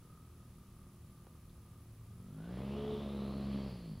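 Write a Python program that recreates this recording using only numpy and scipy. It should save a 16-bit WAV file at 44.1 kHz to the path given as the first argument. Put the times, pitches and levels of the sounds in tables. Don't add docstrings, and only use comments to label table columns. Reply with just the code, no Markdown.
import sys
import numpy as np
from scipy import signal
from scipy.fft import rfft, irfft
from scipy.io import wavfile

SR = 44100
rng = np.random.default_rng(int(sys.argv[2]) if len(sys.argv) > 2 else 0)


def put_to_file(sound):
    columns = np.atleast_2d(sound).T
    safe = np.clip(columns, -1, 1)
    whole_steps = np.round(safe * 32767)
    wavfile.write(sys.argv[1], SR, whole_steps.astype(np.int16))


N = 176400
T = np.arange(N) / SR


def amp(db):
    return 10 ** (np.asarray(db) / 20)


def unit(x):
    return x / np.sqrt(np.mean(x ** 2) + 1e-20)


def curve(table, column=1):
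    rows = np.array(table)
    return np.interp(T, rows[:, 0], rows[:, column])


def noise():
    return rng.standard_normal(N)


def wander(hz):
    return unit(irfft(rfft(noise()) / (1 + (np.fft.rfftfreq(N, 1 / SR) / hz) ** 4), N))


def colour(x, tone, size=8192):
    hz = abs(np.fft.fftfreq(size, 1 / SR)) + 1
    tone_hz, tone_db = np.transpose(tone)
    db = np.interp(np.log(hz + 1), np.log(tone_hz + 1), tone_db)
    edge_fade = np.minimum(1, np.minimum(hz / tone_hz[0], tone_hz[-1] / hz))
    log_gain = np.log(np.maximum(amp(db) * edge_fade ** 2, 1e-5))
    taps = np.fft.ifft(np.exp(np.conj(signal.hilbert(log_gain)))).real[:size // 2]
    return signal.fftconvolve(x, taps / np.linalg.norm(taps))[:N]


def resonate(x, hz, width_hz):
    rotation = np.exp(2j * np.pi * np.cumsum(hz * np.ones(N)) / SR)
    r = np.exp(-np.pi * width_hz / SR)
    ringing = signal.lfilter([(1 - r) ** 2], [1, -2 * r, r * r], x / rotation)
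    return unit((rotation * ringing).real)


def throb(cycles, depth):
    return np.exp(depth * np.cos(2 * np.pi * cycles)) / np.sqrt(np.i0(2 * depth))


def pulses(cycles, uneven, jitter_s=0):
    beats = np.flatnonzero(np.diff(np.floor(cycles)) > 0)
    size, late = rng.standard_normal((len(beats), 2)).T
    starts = np.clip(beats + np.round(late * jitter_s * SR).astype(int), 0, N - 1)
    clicks = np.zeros(N)
    clicks[starts] = (1 + uneven * size) / np.sqrt(np.diff(cycles)[beats])
    return clicks


# (frequency [Hz], relative level [dB])
RUMBLE_TONE = [(20,-12.5), (45,-4), (90,-1.5), (140,-7), (213,-11), (280,-17), (465,-25.5), (767,-30),
               (1100,-28), (1700,-35), (3000,-37.5), (8000,-44), (15500,-42)]
# (frequency [Hz], relative level [dB])
HISS_TONE = [(20,12), (60,-5), (130,-14), (260,-5), (550,3), (1100,-1), (2200,1.5), (4500,2), (9000,3),
             (16000,1)]

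def background():
    rumble = amp(-58.5) * colour(noise(), RUMBLE_TONE)
    hiss = amp(-73) * np.array([colour(noise(), HISS_TONE) for side in range(2)])
    return rumble + hiss


# (frequency [Hz], relative level [dB])
IDLE_TONE = [(90, -34), (130, 1.5), (158, 3.5), (197, 5), (237, -6), (277, -5), (316, -20), (357, -1),
             (400, -8.5), (480, -12.5), (650, -22), (1500, -39.5)]

def idle_beats(rate, firings, db_per_octave=17):
    clicks = pulses(firings, uneven=.11, jitter_s=.0001)
    return colour(clicks, IDLE_TONE) * amp(-65 + db_per_octave * np.log2(rate / rate[0]))


def exhaust_note(firings, multiple, db, lag_s=.00335):
    delayed = np.interp(T - lag_s, T, firings)
    waver = 1 + .06 * wander(11)
    return np.sqrt(2) * amp(db) * waver * np.cos(2 * np.pi * multiple * delayed)


# (time [s], 1st [dB], 2nd [dB], 3rd [dB], 4th [dB])
BOOM_LEVELS = [(0,-71.5,-67,-64.5,-72), (2,-76,-66,-69,-79.5), (2.2,-67,-61,-66.5,-56.5),
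               (2.4,-62,-77,-48,-57), (2.55,-53,-49,-47.5,-67), (2.67,-50,-54.5,-42,-55),
               (2.88,-52,-53.5,-47,-85), (3.03,-51.5,-56.5,-42.5,-73), (3.2,-51.5,-57,-41.5,-56),
               (3.32,-50.5,-54.5,-44.5,-61.5), (3.56,-51,-51.5,-40,-54.5), (3.66,-51,-55.5,-43.5,-59),
               (3.78,-55,-53,-56,-87), (3.85,-61,-77,-49,-64), (3.92,-58,-71,-45,-48),
               (4,-59,-53.5,-62,-59)]
# (time [s], level [dB])
FIFTH_LEVEL = [(1.9,-82), (2.2,-64), (2.38,-58.5), (2.5,-58.5), (2.65,-75), (3.7,-88.5), (3.85,-60),
               (4,-59.5)]

def boom(firings):
    lowest = sum(exhaust_note(firings, k, curve(BOOM_LEVELS, column=k)) for k in range(1, 5))
    return lowest + exhaust_note(firings, 5, curve(FIFTH_LEVEL))


# (time [s], pitch [Hz], level [dB])
WHISTLE = [(0, 1251, -72), (.5, 1243, -77), (1, 1174, -76), (1.5, 1241, -77), (2, 1170, -78),
           (2.3, 1300, -75.5), (2.48, 1553, -68.5), (2.63, 2212, -72), (2.77, 3020, -64.5),
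           (2.92, 3450, -63), (3.05, 3494, -64.5), (3.15, 3802, -67.5), (3.4, 4240, -68),
           (3.55, 4400, -69.5), (3.67, 4560, -69), (3.8, 4500, -70), (4, 4450, -76)]

def turbo(firings):
    hz = curve(WHISTLE)
    chuffs = noise() * throb(firings, depth=.23) + amp(4.5) * pulses(firings, uneven=.3)
    slow = resonate(chuffs, hz, width_hz=108)
    fast = resonate(noise(), hz * (1 + .021 * wander(40)), width_hz=.14 * hz.max())
    fast *= throb(firings, depth=.064)
    spin = (hz - hz.min()) / np.ptp(hz)
    blend = np.clip(spin / .24, 0, 1) * np.pi / 2
    level = amp(curve(WHISTLE, column=2) + .87 * wander(6))
    return (np.cos(blend) * slow + np.sin(blend) * fast) * level


def buzz(pulse_hz=68.7):
    cycles = pulse_hz * T
    fuzz = resonate(noise(), hz=10094, width_hz=280) * throb(cycles - .15, depth=.41)
    ring = resonate(pulses(cycles, uneven=.2), hz=9780, width_hz=330)
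    return amp(-80) * fuzz + amp(-87.5) * ring


def tree_echo(x, delay_s=.02, fade_s=.27):
    t = T[:SR]
    echoes = rng.standard_normal(SR) * amp(-60 * t / fade_s) * (t > delay_s)
    return amp(-5.5) * signal.fftconvolve(x, echoes / np.linalg.norm(echoes))[:N]


# (time [s], level [dB])
DRONE_LEVEL = [(0, -80), (.8, -70), (1.05, -61.5), (1.35, -79), (1.7, -60.5), (2, -57.5), (2.3, -56.5),
               (2.6, -62)]

def drone(hz=111):
    pitch = hz * (1 + .0078 * wander(12))
    return np.sqrt(2) * amp(curve(DRONE_LEVEL)) * np.sin(2 * np.pi * np.cumsum(pitch) / SR)


# (time [s], pitch [Hz], band width [Hz], decay time [s], starting level [dB])
TICK_EVENTS = [(1.269, 543, 514, 0.0051, -54), (1.495, 3900, 1200, .01, -69)]

def ticks():
    sound = np.zeros(N)
    for start, hz, width_hz, decay, db in TICK_EVENTS:
        fade = (T >= start) * np.exp(-abs(T - start) / decay)
        sound += resonate(noise(), hz, width_hz) * fade * amp(db)
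    return sound


# (time [s], relative exhaust level [dB], relative air level [dB])
EFFORT = [(2.0, -93, -97), (2.32, -71, -85.5), (2.57, -52, -69), (2.73, -51.5, -67), (2.87, -49, -67.5),
          (3.02, -52, -67.5), (3.35, -52, -69.5), (3.58, -54, -65.5), (3.7, -53.5, -69.5),
          (3.75, -61, -71.5), (3.99, -65.5, -79), (4.0, -75, -81)]
# (frequency [Hz], relative level [dB])
BEAT_TONE = [(270,-16), (340,-1.5), (415,-0.5), (480,-1.5), (545,-5), (615,-2), (750,-17.5), (850,-12.5),
             (1200,-18), (1600,-30.5), (4000,-60.5)]
# (frequency [Hz], relative level [dB])
PUFF_TONE = [(40, 0), (130, -3.5), (250, 10), (450, -0.5), (700, -3), (950, -10), (1200, -5), (1600, -23),
             (3000, -48)]

def hard_beats(firings):
    effort = amp(curve(EFFORT))
    clicks = pulses(firings, uneven=.19, jitter_s=.0001)
    beats = colour(clicks * effort, BEAT_TONE) * amp(-1.5)
    gas = noise() * throb(firings - .12, depth=.27)
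    puffs = colour(gas * effort, PUFF_TONE) * amp(-1 + 2.4 * wander(25))
    return beats + puffs


# (frequency [Hz], relative level [dB])
AIR_TONE = [(900, -15), (1600, -1.5), (2400, 0), (3200, 1.5), (4300, -4.5), (5200, -9), (6500, -19.5),
            (10000, -30)]

def air_rush(firings):
    level = amp(curve(EFFORT, column=2) + 4.5 + .4 * wander(18))
    return colour(noise() * level * throb(firings - .2, depth=.083), AIR_TONE)


# (time [s], level [dB])
HOWL_LEVEL = [(2.65,-79), (2.73,-52.5), (2.81,-43.5), (2.93,-40.5), (2.98,-44.5), (3.06,-82)]

def howl(firings):
    level_db = curve(HOWL_LEVEL)
    return sum(exhaust_note(firings, k, level_db + db) for k, db in [(6, 0), (7, -20), (8, -18)])


# (time [s], firing rate [Hz])
ENGINE_SPEED = [(0, 40.6), (.6, 38.4), (1.1, 39.4), (1.9, 39.3), (2.05, 40.6), (2.158, 43.3), (2.386, 52.7),
                (2.526, 61.4), (2.598, 65.1), (2.756, 70.5), (2.886, 71.6), (3.26, 68), (3.504, 68.0),
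                (3.652, 67.5), (3.744, 61.2), (3.792, 60.4), (3.852, 56), (4.0, 45.6)]

def scene():
    rate = curve(ENGINE_SPEED)
    firings = np.cumsum(rate) / SR
    car = idle_beats(rate, firings) + hard_beats(firings) + turbo(firings)
    direct = background() + car + boom(firings) + howl(firings) + air_rush(firings)
    return direct + tree_echo(car) + drone() + buzz() + ticks()


def record(dry, cutoff_hz=15800):
    low_pass = signal.firwin(511, cutoff_hz, window=("kaiser", 9), fs=SR)
    return signal.oaconvolve(dry, low_pass[None], "same")


dry = scene()
out = record(dry)
put_to_file(out)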